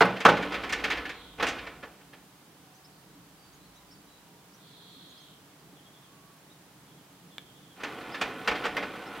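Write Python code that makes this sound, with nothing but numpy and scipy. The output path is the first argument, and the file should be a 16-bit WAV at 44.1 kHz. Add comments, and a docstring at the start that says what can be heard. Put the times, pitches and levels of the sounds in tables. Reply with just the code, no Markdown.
"""A quiet yard, the stereo microphone facing a wooden double garage door slightly to its right.
A geared motor grinds the door shut: the leaves slam, boom and rattle against the frame, steel fittings ring.
Small birds sing around the yard, some farther off, over distant traffic and a steady fine hiss.
After a sharp click the motor starts again, whining, and the leaves jerk free.
The walls and the porch roof answer every knock."""
import sys
import numpy as np
from scipy import signal
from scipy.fft import rfft, irfft, next_fast_len
from scipy.io import wavfile
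from scipy.ndimage import map_coordinates

SR = 44100
rng = np.random.default_rng(int(sys.argv[2]) if len(sys.argv) > 2 else 0)


def master(y):
    """Save y as 16-bit WAV."""
    cut = np.clip(np.atleast_2d(y).T, -1, 1)
    pcm = np.round(cut * 32767)  # scale
    wavfile.write(sys.argv[1], SR, pcm.astype(np.int16))


N = 405719

# knocks of the leaves and fittings: (time [s], relative level [dB], wood [dB re clack], edge [dB re clack])
KNOCKS = [(0.0075, -8.2, -2.5, -24), (0.0515, -29.5, 0, -19.5), (0.1626, -27, -22, -30),
          (0.2041, -22, -14, -16.5), (0.2508, -7, -.5, -18), (0.2863, -13, 0.5, -18),
          (0.3689, -24.5, -5.5, -22), (0.425, -25, -15, -21), (0.522, -26, -7, -19),
          (0.5415, -20.5, -15, -25), (0.6361, -24.5, -10.5, -25), (0.6934, -23, -26, -16.5),
          (0.7244, -16.5, -20, -13), (0.84, -15.5, -17, -20), (0.9015, -15.5, -19.5, -23),
          (0.919, -22, -12, -21), (0.9716, -24.5, -14.5, -24.5), (1.0534, -26, -23, -28.5),
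          (1.0924, -27, -17, -17), (1.399, -22.5, -6, -29), (1.426, -15.5, -7, -18),
          (1.4672, -19, -27, -14), (1.484, -22.5, -16, -9.5), (1.5857, -28, -30, -30),
          (1.6674, -30.5, -11, -22), (1.8296, -33, -5.5, -30), (2.005, -49, -6, -20),
          (2.1318, -41, -11, -28), (7.8028, -37, -10, -18), (7.8342, -23, -11, -17),
          (8.1441, -25.5, -15, -27), (8.2129, -16.5, -9, -16.5), (8.4754, -13.5, -8.5, -20.5),
          (8.5116, -24, -2, -23.5), (8.552, -24.5, -16, -28), (8.639, -24, -6, -25),
          (8.653, -20, -6.5, -18.5), (8.7672, -19.5, -9.5, -31.5), (8.8262, -26, -5, -26)]
# the motor swings the leaves in, pulls them to, presses them home, opens them:
# (start [s], end [s], drive level [dB], panel rumble [dB], rise [s], drive fall [dB/s])
PUSHES = [(0, .3, -47, -71.5, 0.021, 63), (0.298, .97, -38.5, -53, 0.096, 58),
          (1.376, 1.44, -40, -54, .015, 44), (7.75, 9.2, -42, -72, 0.087, 59)]
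# ringing of the wooden leaves and of the steel arms: (frequency [Hz], relative level [dB], t60 [s])
LEAF_MODES = [(189, -12.5, 0.67), (287, -13.5, .4), (337, -9.5, .4), (432.2, -6.5, 0.26), (447, 0, 0.29),
              (484.4, -5.5, 0.37), (554, -3, 0.24), (676, -6, 0.4), (591.2, -6, 0.37), (739, -3, 0.26),
              (821, -2, 0.32), (857, -0.5, 0.2087), (924, -3, 0.17), (1030, -9, 0.26), (1086.4, -2.5, 0.25),
              (1135, -3, 0.17), (1253, -3, 0.199), (1300, -0.5, 0.19), (1430, -2.5, 0.13), (1495, 1, 0.21)]
ARM_MODES = [(1730, 1, .2), (1790, -1, .16), (1850, 0, .2), (2077, -2, .2), (2145, -2, .16), (2290, -3, .2),
             (2467, -2, .17), (2700, -6, .2), (2950, -6, .16), (3200, -9, .16), (3550, -9, .16),
             (4250, -14, .15), (4900, -12, .16), (5900, -19, .12)]
# deep rumble, of the panels and of far traffic: (frequency [Hz], relative level [dB])
RUMBLE_SPECTRUM = [(15, -40.5), (25, -17), (40, -7.5), (55, 2), (72, -2.5), (90, -6), (115, -18),
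                   (200, -59.5)]
# left-right likeness at the microphone, for the door and for distant air: (frequency [Hz], correlation)
DOOR_ALIKE = [(50, 0.99), (200, 0.98), (1200, 0.99), (2500, 0.94), (5000, .87), (12000, .7)]
AIR_ALIKE = [(60, 0.5), (150, 1), (380, 0.95), (950, 0.66), (2380, 0.232), (5980, 0.023), (15000, -0.19)]


def amp(db):
    """Decibels to gain."""
    return 10 ** (np.asarray(db) / 20)


def unit(x):
    """Scale to rms 1."""
    return x / np.sqrt(np.mean(x ** 2) + 1e-20)


def along(points, hz):
    """Read (frequency [Hz], value) points on a log axis."""
    f, v = np.transpose(points)
    return np.interp(np.log(hz + 1), np.log(f + 1), v)


def curves(rows):
    """One value per sample for each column after the time."""
    s, *cols = np.transpose(rows)
    return [np.interp(np.arange(N) / SR, s, c) for c in cols]


def wobble(rate):
    """A smooth random curve, rate knots a second."""
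    return map_coordinates(rng.standard_normal(int(N * rate / SR) + 4), [np.arange(N) * rate / SR])


def noise(size=N):
    """Two unrelated white noises."""
    return rng.standard_normal((2, size))


def filtered(x, response):
    """Shape x by a frequency response."""
    n = x.shape[-1]
    m = next_fast_len(n + 4096)
    return irfft(rfft(x, m) * response(np.fft.rfftfreq(m, 1 / SR)), m)[..., :n]


def spread(pair, spectrum, alike):
    """Two unrelated signals become a coloured stereo pair of rms 1."""
    def response(hz):
        turn = np.arccos(np.clip(along(alike, hz), -1, 1)) / 2
        return amp(along(spectrum, hz)) * np.array([np.cos(turn), np.sin(turn)])
    mid, side = filtered(pair, response)
    return unit(np.array([mid + side, mid - side]))


def add(track, s, sound):
    """Mix a sound in at time s."""
    start = max(round(s * SR), 0)
    part = track[..., start:start + sound.shape[-1]]
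    part += sound[..., :part.shape[-1]]


def yard_tail(size, scale):
    """Two noises in which each frequency dies over the yard's decay time, times scale."""
    # reverberation between the walls: (frequency [Hz], t60 [s])
    decay = [(60, .9), (170, 1), (450, 0.72), (1200, 0.41), (3000, 0.42), (8000, 0.23), (15000, .22)]
    hz, t, bands = signal.stft(noise(size), SR, nperseg=256)
    t60 = scale * along(decay, hz)[:, None]
    return signal.istft(bands * amp(-60 * t / t60), SR, nperseg=256)[1][:, :size]


def echo(x, scale):
    """The yard's diffuse answer, different on each side of the microphone."""
    tail = yard_tail(SR // 2, scale)
    return signal.fftconvolve(x[None], tail / np.linalg.norm(tail[0]), axes=1)[:, :N]


def burst(t, spectrum, hold, t60, tail_db, tail_scale):
    """Dense vibration after a blow: it holds, drops fast, then lingers in the yard."""
    early = noise(len(t)) * amp(-60 * np.maximum(t - hold, 0) / t60)
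    sound = spread(early + amp(tail_db) * yard_tail(len(t), tail_scale), spectrum, DOOR_ALIKE)
    return sound / np.sqrt(np.mean(sound[:, :SR // 50] ** 2))  # rms 1 over the first 20 ms


def ringing(modes, t):
    """A bank of decaying complex modes with unit total strength."""
    hz, db, t60 = np.transpose(modes)[:, :, None]
    return amp(db - 60 * t / t60) * np.exp(2j * np.pi * hz * t) / np.linalg.norm(amp(db))


def strike(bank, scatter_db=0):
    """A blow wakes the modes at random phases, their strengths scattered by scatter_db."""
    strengths = amp(rng.normal(0, scatter_db, len(bank)))
    phases = np.exp(2j * np.pi * rng.random(len(bank)))
    return ((strengths * phases) @ bank).real


def pushing(t, start, end, rise, fall_db_per_s):
    """One push of the motor: rise, hold, die away."""
    return np.clip((t - start) / rise, 0, 1) * amp(-fall_db_per_s * np.maximum(t - end, 0))


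def effort(pushes):
    """The drive's gain through these pushes."""
    t = np.arange(N) / SR
    return np.max([amp(db) * pushing(t, start, end, rise, fall)
                   for start, end, db, _, rise, fall in pushes], axis=0)


def shaking(peak_s):
    """Each blow to the wood sets the panels shaking: a swell that peaks after peak_s and settles."""
    full_flex_db = -23.5  # harder blows flex the panels no further
    power, u = np.zeros(N), np.arange(SR) / SR / peak_s
    for s, db, body_db, _ in KNOCKS:
        flex = amp(2 * min(db + body_db - full_flex_db, 0))
        add(power, s, (flex * u * np.exp(1 - u)) ** 2)
    return np.sqrt(power)


def traffic():
    """Far traffic drones and rushes; its deep rumble swells once."""
    # low drone and broad rush from a distance: (frequency [Hz], relative level [dB])
    drone_spectrum = [(30, -33.5), (60, -17.5), (95, -11.5), (140, -1.5), (185, 0), (230, -10), (290, -2),
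                      (360, -11), (440, -9.5), (600, -23.5), (1200, -49)]
    rush_spectrum = [(250, -24.5), (500, -2.5), (750, 0.5), (1100, -0.5), (1600, -3.5), (2500, -7),
                     (4500, -20), (9000, -42)]
    drone = amp(-58.6 + .6 * wobble(2) + 1.6 * wobble(7.9)) * spread(noise(), drone_spectrum, AIR_ALIKE)
    rush = amp(-61.1) * spread(noise(), rush_spectrum, AIR_ALIKE)
    peak_s, width_s = 3.7, .75
    swell = np.exp(-((np.arange(N) / SR - peak_s) / width_s) ** 2)
    rumble = np.hypot(amp(-69.5) * swell, amp(-82)) * spread(noise(), RUMBLE_SPECTRUM, AIR_ALIKE)
    return drone + rush + rumble


def hiss():
    """A steady fine hiss, wide across the microphone."""
    # colour of the hiss: (frequency [Hz], relative level [dB])
    spectrum = [(1500, -28.5), (3000, 1.5), (6000, -1.5), (10000, -3), (15800, -4.5)]
    return amp(-60.5) * spread(noise(), spectrum, AIR_ALIKE)


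def motor(mesh_share=.2, teeth_per_turn=14):
    """The geared motor grinds through its housing, pulsing once a turn; on opening, its gears whine."""
    # grinding of the drive: (frequency [Hz], relative level [dB])
    grind_spectrum = [(35, -46.5), (60, -23), (141, -15), (289, 1.5), (332, -6.5), (491, -4), (551, -13),
                      (711, -4.5), (1210, -7), (1450, -9.5), (1830, -10.5), (3190, -13.5), (6840, -34.5),
                      (15000, -46)]
    # resonances of the housing: (frequency [Hz], width [Hz], relative level [dB])
    housing_modes = [(123.3, 25, -4.5), (291.2, 35, 0), (492.3, 45, 0.5), (560, 25, -5), (728.4, 30, 2),
                     (820, 30, -4), (1000, 38, -0.5), (1194, 35, -5.5), (1330, 40.9, -5), (1466, 45, -2),
                     (1994, 35, -7.5), (2415, 70, -3), (3200, 80, -14)]
    # gear mesh: (time [s], frequency [Hz], relative level [dB])
    gear_mesh = [(7.78, 1150, -100), (7.9, 1312, -60.5), (8.3, 1355, -53), (8.7, 1450, -60),
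                 (8.92, 1504, -52), (9.02, 1532, -52), (9.08, 1403, -48), (9.2, 1440, -52)]
    strain = amp(-42) * shaking(peak_s=.088)  # extra grinding as the motor takes up each jolt
    level = np.hypot(effort(PUSHES) * amp(-.16 * wobble(10)), strain)
    mesh_hz, whine_db = curves(gear_mesh)
    mesh = 2 * np.pi * np.cumsum(mesh_hz * (1 + .007 * wobble(90))) / SR
    grind = noise() * (1 + mesh_share * np.cos(mesh / teeth_per_turn)) * amp(1.3 * wobble(120))
    housing = lambda f: sum((-1) ** k * amp(db) * 1j * f * width / (hz * hz - f * f + 1j * f * width)
                            for k, (hz, width, db) in enumerate(housing_modes))
    hum = unit(filtered(noise()[0], housing))
    # the vibration also travels along the arms into the leaves
    t = np.arange(SR // 2) / SR
    frame = strike(ringing(LEAF_MODES, t), scatter_db=3) + amp(-7) * strike(ringing(ARM_MODES, t))
    boards = unit(signal.fftconvolve(grind[0], frame)[:N])
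    whine = amp(whine_db - 2.5 + 4.5 * wobble(25)) * np.sin(mesh)
    direct = spread(grind, grind_spectrum, DOOR_ALIKE)
    return level * (amp(-3) * direct + amp(-6.5) * hum + amp(-7) * boards) + whine


def panel_rumble(hum_hz=52, hum_from_s=.3, hum_to_s=1.97, hum_fade_s=.31):
    """The big panels shudder under each push and after heavy blows; they hum while pressed shut."""
    t = np.arange(N) / SR
    pushed = np.max([amp(db) * pushing(t, start, end, rise, fall_db_per_s=31)
                     for start, end, _, db, rise, _ in PUSHES], axis=0)
    level = np.hypot(pushed, amp(-53.5) * shaking(peak_s=.035))
    pressed = np.clip(np.minimum(t - hum_from_s, hum_to_s - t) / hum_fade_s, 0, 1)
    hum = amp(-61 + 1.5 * wobble(8.5)) * pressed * np.sin(2 * np.pi * hum_hz * t)
    return level * spread(noise(), RUMBLE_SPECTRUM, DOOR_ALIKE) + hum


def knocks(hard_rise_s=.0025, soft_rise_s=.007, hard_db=-8):
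    """Each contact shakes the wooden leaves, clacks the steel arms and strikes a metal edge."""
    # struck wood, linkage and metal edge: (frequency [Hz], relative level [dB])
    body_spectrum = [(35, -40), (90, -23.5), (180, -10), (280, -6.5), (370, -9.5), (450, -1.5), (680, -5),
                     (1150, -3.5), (1500, -2.5), (1900, -28.5), (4000, -68.5)]
    clack_spectrum = [(150, -53), (800, -21), (1300, -4.5), (1750, 0), (2500, -2), (3500, -8), (5000, -16),
                      (8000, -36.5)]
    edge_spectrum = [(2000, -40.5), (4000, -5), (5000, 0.5), (6200, 0.5), (7500, -4), (9200, -13),
                     (10800, -27), (15500, -38)]
    out, t = np.zeros((2, N)), np.arange(int(.7 * SR)) / SR
    leaves, arms = ringing(LEAF_MODES, t), ringing(ARM_MODES, t)
    for s, db, body_db, edge_db in KNOCKS + chatter():
        body = amp(3.5) * burst(t, body_spectrum, hold=.018, t60=.05, tail_db=-6.5, tail_scale=.98)
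        body += amp(7.5) * strike(leaves)
        clack = amp(-2.5) * burst(t, clack_spectrum, hold=.016, t60=.07, tail_db=-4.5, tail_scale=1)
        clack += amp(-4) * strike(arms, scatter_db=5)
        edge = burst(t, edge_spectrum, hold=.0087, t60=.075, tail_db=-6.5, tail_scale=1)
        # light contacts build up more softly than hard ones
        rise = np.clip(hard_rise_s * amp(.39 * (hard_db - db)), 1e-3, soft_rise_s)
        contact = clack + amp(body_db) * body + amp(edge_db) * edge
        add(out, s - rise / 2, amp(db - 9.5) * np.minimum(t / rise, 1) * contact)
    return out


def ticks(tick_db=-56.5, at_edge_db=-33):
    """Metal edges spray a brief, very high ring; the harder the edge is struck, the more."""
    # ring of the steel: (frequency [Hz], relative level [dB])
    spectrum = [(4000, -40), (7500, -3.5), (9700, 0), (11500, -6.5), (15500, -12)]
    # two bare, very high steel ticks: (time [s], relative level [dB])
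    steel_ticks = [(.052, -50), (8.766, -52)]
    out, t = np.zeros((2, N)), np.arange(SR // 4) / SR
    contacts = [(s, tick_db + 1.1 * (db + edge_db - at_edge_db)) for s, db, _, edge_db in KNOCKS]
    contacts += [(s, db - 5) for s, db in steel_ticks]
    for s, db in contacts:
        add(out, s, amp(db) * burst(t, spectrum, hold=.003, t60=.04, tail_db=-14, tail_scale=.904))
    return out


def slams():
    """A slam cracks against the frame and bends the whole leaf, which booms in its lowest modes."""
    # the heaviest blows: (time [s], relative level [dB])
    blows = [(.009, -22), (.253, -19.5)]
    # bending of a whole leaf: (frequency [Hz], relative level [dB], t60 [s])
    flex_modes = [(120, -9, .55), (174, 0, .45), (192, -1, .4)]
    # the leaf meeting the frame: (frequency [Hz], relative level [dB])
    crack_spectrum = [(500, -40), (950, -5), (1250, -0.5), (1520, 1.5), (1750, -5.5), (2600, -29.5),
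                      (5000, -70)]
    out, t = np.zeros((2, N)), np.arange(int(.7 * SR)) / SR
    boom = ringing(flex_modes, t).imag.sum(axis=0) * (1 - np.exp(-t / .005975))
    for s, db in blows:
        crack = burst(t, crack_spectrum, hold=.017, t60=.06, tail_db=-13.5, tail_scale=.9)
        add(out, s, amp(db) * (amp(-1.5) * boom + amp(3) * crack))
    return out


def chatter(per_s=7, over_drive_db=6.5, body_db=-13.5, edge_db=-22.5):
    """Loose fittings knock at random, in step with the strength of the motor's push; rows as in KNOCKS."""
    level, rows = effort(PUSHES), []
    for start, end, *_ in PUSHES:
        for k, jitter in enumerate(rng.random(16)):
            s = start + (k + jitter) / per_s
            if s < min(end, (N - 1) / SR):
                db = 20 * np.log10(level[int(s * SR)] + 1e-9) + over_drive_db
                rows.append((s, db, body_db, edge_db))
    return rows


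def trills(sweeps_per_s=75):
    """A hidden bird rasps quick down-sweeps that sag at the end, heard mostly by way of the walls."""
    # its calls: (time [s], length [s], top before the sag [Hz], bottom likewise [Hz], relative level [dB])
    calls = [(0.968, .41, 4620, 3135, -51), (4.559, .82, 4744, 3187, -51.5)]
    song = np.zeros(N)
    for s, length, top_hz, bottom_hz, db in calls:
        u = np.linspace(0, 1, int(length * SR))
        sweep = (np.cumsum(sweeps_per_s * (1 + .3 * wobble(60)[:len(u)])) / SR) % 1
        sag = 1 - .12 * u ** 4 + .02 * wobble(400)[:len(u)]
        pitch = (bottom_hz + (top_hz - bottom_hz) * (1 - sweep) ** 1.6) * sag
        swell = np.sqrt(np.abs(np.sin(np.pi * u ** 1.08) * np.sin(np.pi * sweep)))
        add(song, s, amp(db) * swell * np.sin(2 * np.pi * np.cumsum(pitch) / SR))
    return amp(-11) * song + echo(song, scale=.7)


def far_tones():
    """Faint wavering tones drift in and out from a long way off."""
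    # distant tones: (time [s], length [s], pitch [Hz], level [dB])
    tones = [(2.499, 0.57, 748, -65), (3.754, 0.18, 983, -64.5), (4.147, 0.35, 956, -67),
             (5.999, 0.455, 1115, -62.5)]
    out, waver = np.zeros(N), .019 * wobble(70)
    for s, length, hz, db in tones:
        u = np.linspace(0, 1, int(length * SR))
        phase = 2 * np.pi * np.cumsum(hz * (1 + waver[int(s * SR):][:len(u)])) / SR
        add(out, s, amp(db) * np.sin(np.pi * u) * np.sin(phase))
    return out


def bird_note(length, from_hz, to_hz, hook, rough):
    """One bird note: it glides to its pitch, hooks back and quavers."""
    u = np.linspace(0, 1, int(length * SR))
    quaver = map_coordinates(rng.standard_normal(128), [u * length * 350])
    pitch = (from_hz + (to_hz - from_hz) * np.sin(np.pi * u * hook)) * (1 + rough * quaver)
    return np.abs(np.sin(np.pi * u)) ** .7 * np.sin(2 * np.pi * np.cumsum(pitch) / SR)


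def birds(flick_s=.0355, whistle_s=.161, chirp_s=.057):
    """Flicks, faint twitter, thin whistles and hoarse chirps; the low-voiced singers sit farther off."""
    # upward flicks: (time [s], top pitch [Hz], relative level [dB])
    flicks = [(2.74, 6200, -60), (2.835, 5350, -55), (3.525, 6700, -61), (3.63, 4380, -60),
              (3.745, 6170, -62), (3.748, 3950, -56), (3.903, 5500, -54.5), (4.53, 5950, -58),
              (5.085, 6750, -63), (5.165, 5100, -58), (5.195, 6450, -63), (6.49, 3850, -54),
              (8.11, 5300, -49), (9.055, 5400, -54)]
    # nearly level whistles: (time [s], pitch [Hz], relative level [dB])
    whistles = [(2.87, 4600, -67), (3.06, 3950, -67), (3.36, 4620, -62.5), (3.58, 3970, -65),
                (3.85, 4630, -63.5), (4.05, 3910, -61)]
    # runs of falling chirps: (time [s], notes, spacing [s], relative level [dB])
    phrases = [(5.749, 4, 0.09, -54.5), (6.87, 2, 0.089, -58), (7.3, 6, .078, -54)]
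    song = np.zeros(N)
    for s, hz, db in flicks:
        add(song, s, amp(db) * bird_note(flick_s, .81 * hz, hz, hook=.78, rough=.013))
    for s, hz in rng.uniform((2.6, 2900), (5.6, 4900), (22, 2)):  # other birds twitter at random
        add(song, s, amp(-65) * bird_note(flick_s, .81 * hz, hz, hook=.78, rough=.025))
    for s, hz, db in whistles:
        add(song, s, amp(db) * bird_note(whistle_s, 1.02 * hz, hz, hook=.68, rough=.013))
    for s, count, spacing, db in phrases:
        for k in range(round(count)):
            chirp = bird_note(chirp_s, from_hz=3650, to_hz=3230, hook=.685, rough=.046)
            add(song, s + k * spacing, amp(db) * chirp)
    direct = filtered(song, lambda hz: amp(along([(3600, -10), (4600, -6), (5200, -1)], hz)))
    to_walls = filtered(song, lambda hz: amp(along([(3500, -2), (4200, 0), (5600, -5)], hz)))
    return direct + amp(-4) * echo(to_walls, scale=.75)


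def click(at_s=7.3824):
    """One dry click before the motor starts again, with a weak bounce off a wall."""
    # ring of the click: (frequency [Hz], level [dB], t60 [s])
    modes = [(1745, -40, 0.021), (2330, -34.5, 0.013), (3220, -29, 0.0072), (3480, -30.5, 0.012),
             (7500, -42, 0.0048), (11700, -48, .004)]
    out, t = np.zeros(N), np.arange(SR // 20) / SR
    snap = sum(amp(db - 60 * t / t60) * np.sin(2 * np.pi * hz * t) for hz, db, t60 in modes)
    add(out, at_s, snap)
    add(out, at_s + .01, amp(-19) * snap)
    return out + amp(-14) * echo(out, scale=.96)


def arm_rub():
    """The arms slide out with a fine uneven hiss that follows the opening push."""
    # sliding steel: (frequency [Hz], relative level [dB])
    spectrum = [(4500, -22), (7500, -2), (9500, -1), (12000, -1.5), (15500, -6.5)]
    grain = amp(2.5 * wobble(150) + 1.5 * wobble(12))
    return amp(-26) * effort(PUSHES[-1:]) * grain * spread(noise(), spectrum, DOOR_ALIKE)


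def scene():
    """Door and distant background sit slightly right of the microphone's axis, the birds in the middle."""
    door = knocks() + slams() + ticks() + motor() + arm_rub() + panel_rumble() + click()
    background = traffic() + far_tones() + hiss()
    return door * amp([[-.55], [.55]]) + background * amp([[-.75], [.75]]) + birds() + trills()


def record(dry, top_hz=15850):
    """The microphone's recorder clips at full scale and keeps nothing above top_hz."""
    return filtered(np.clip(dry, -1, 1), lambda hz: hz < top_hz)


dry = scene()
out = record(dry)
master(out)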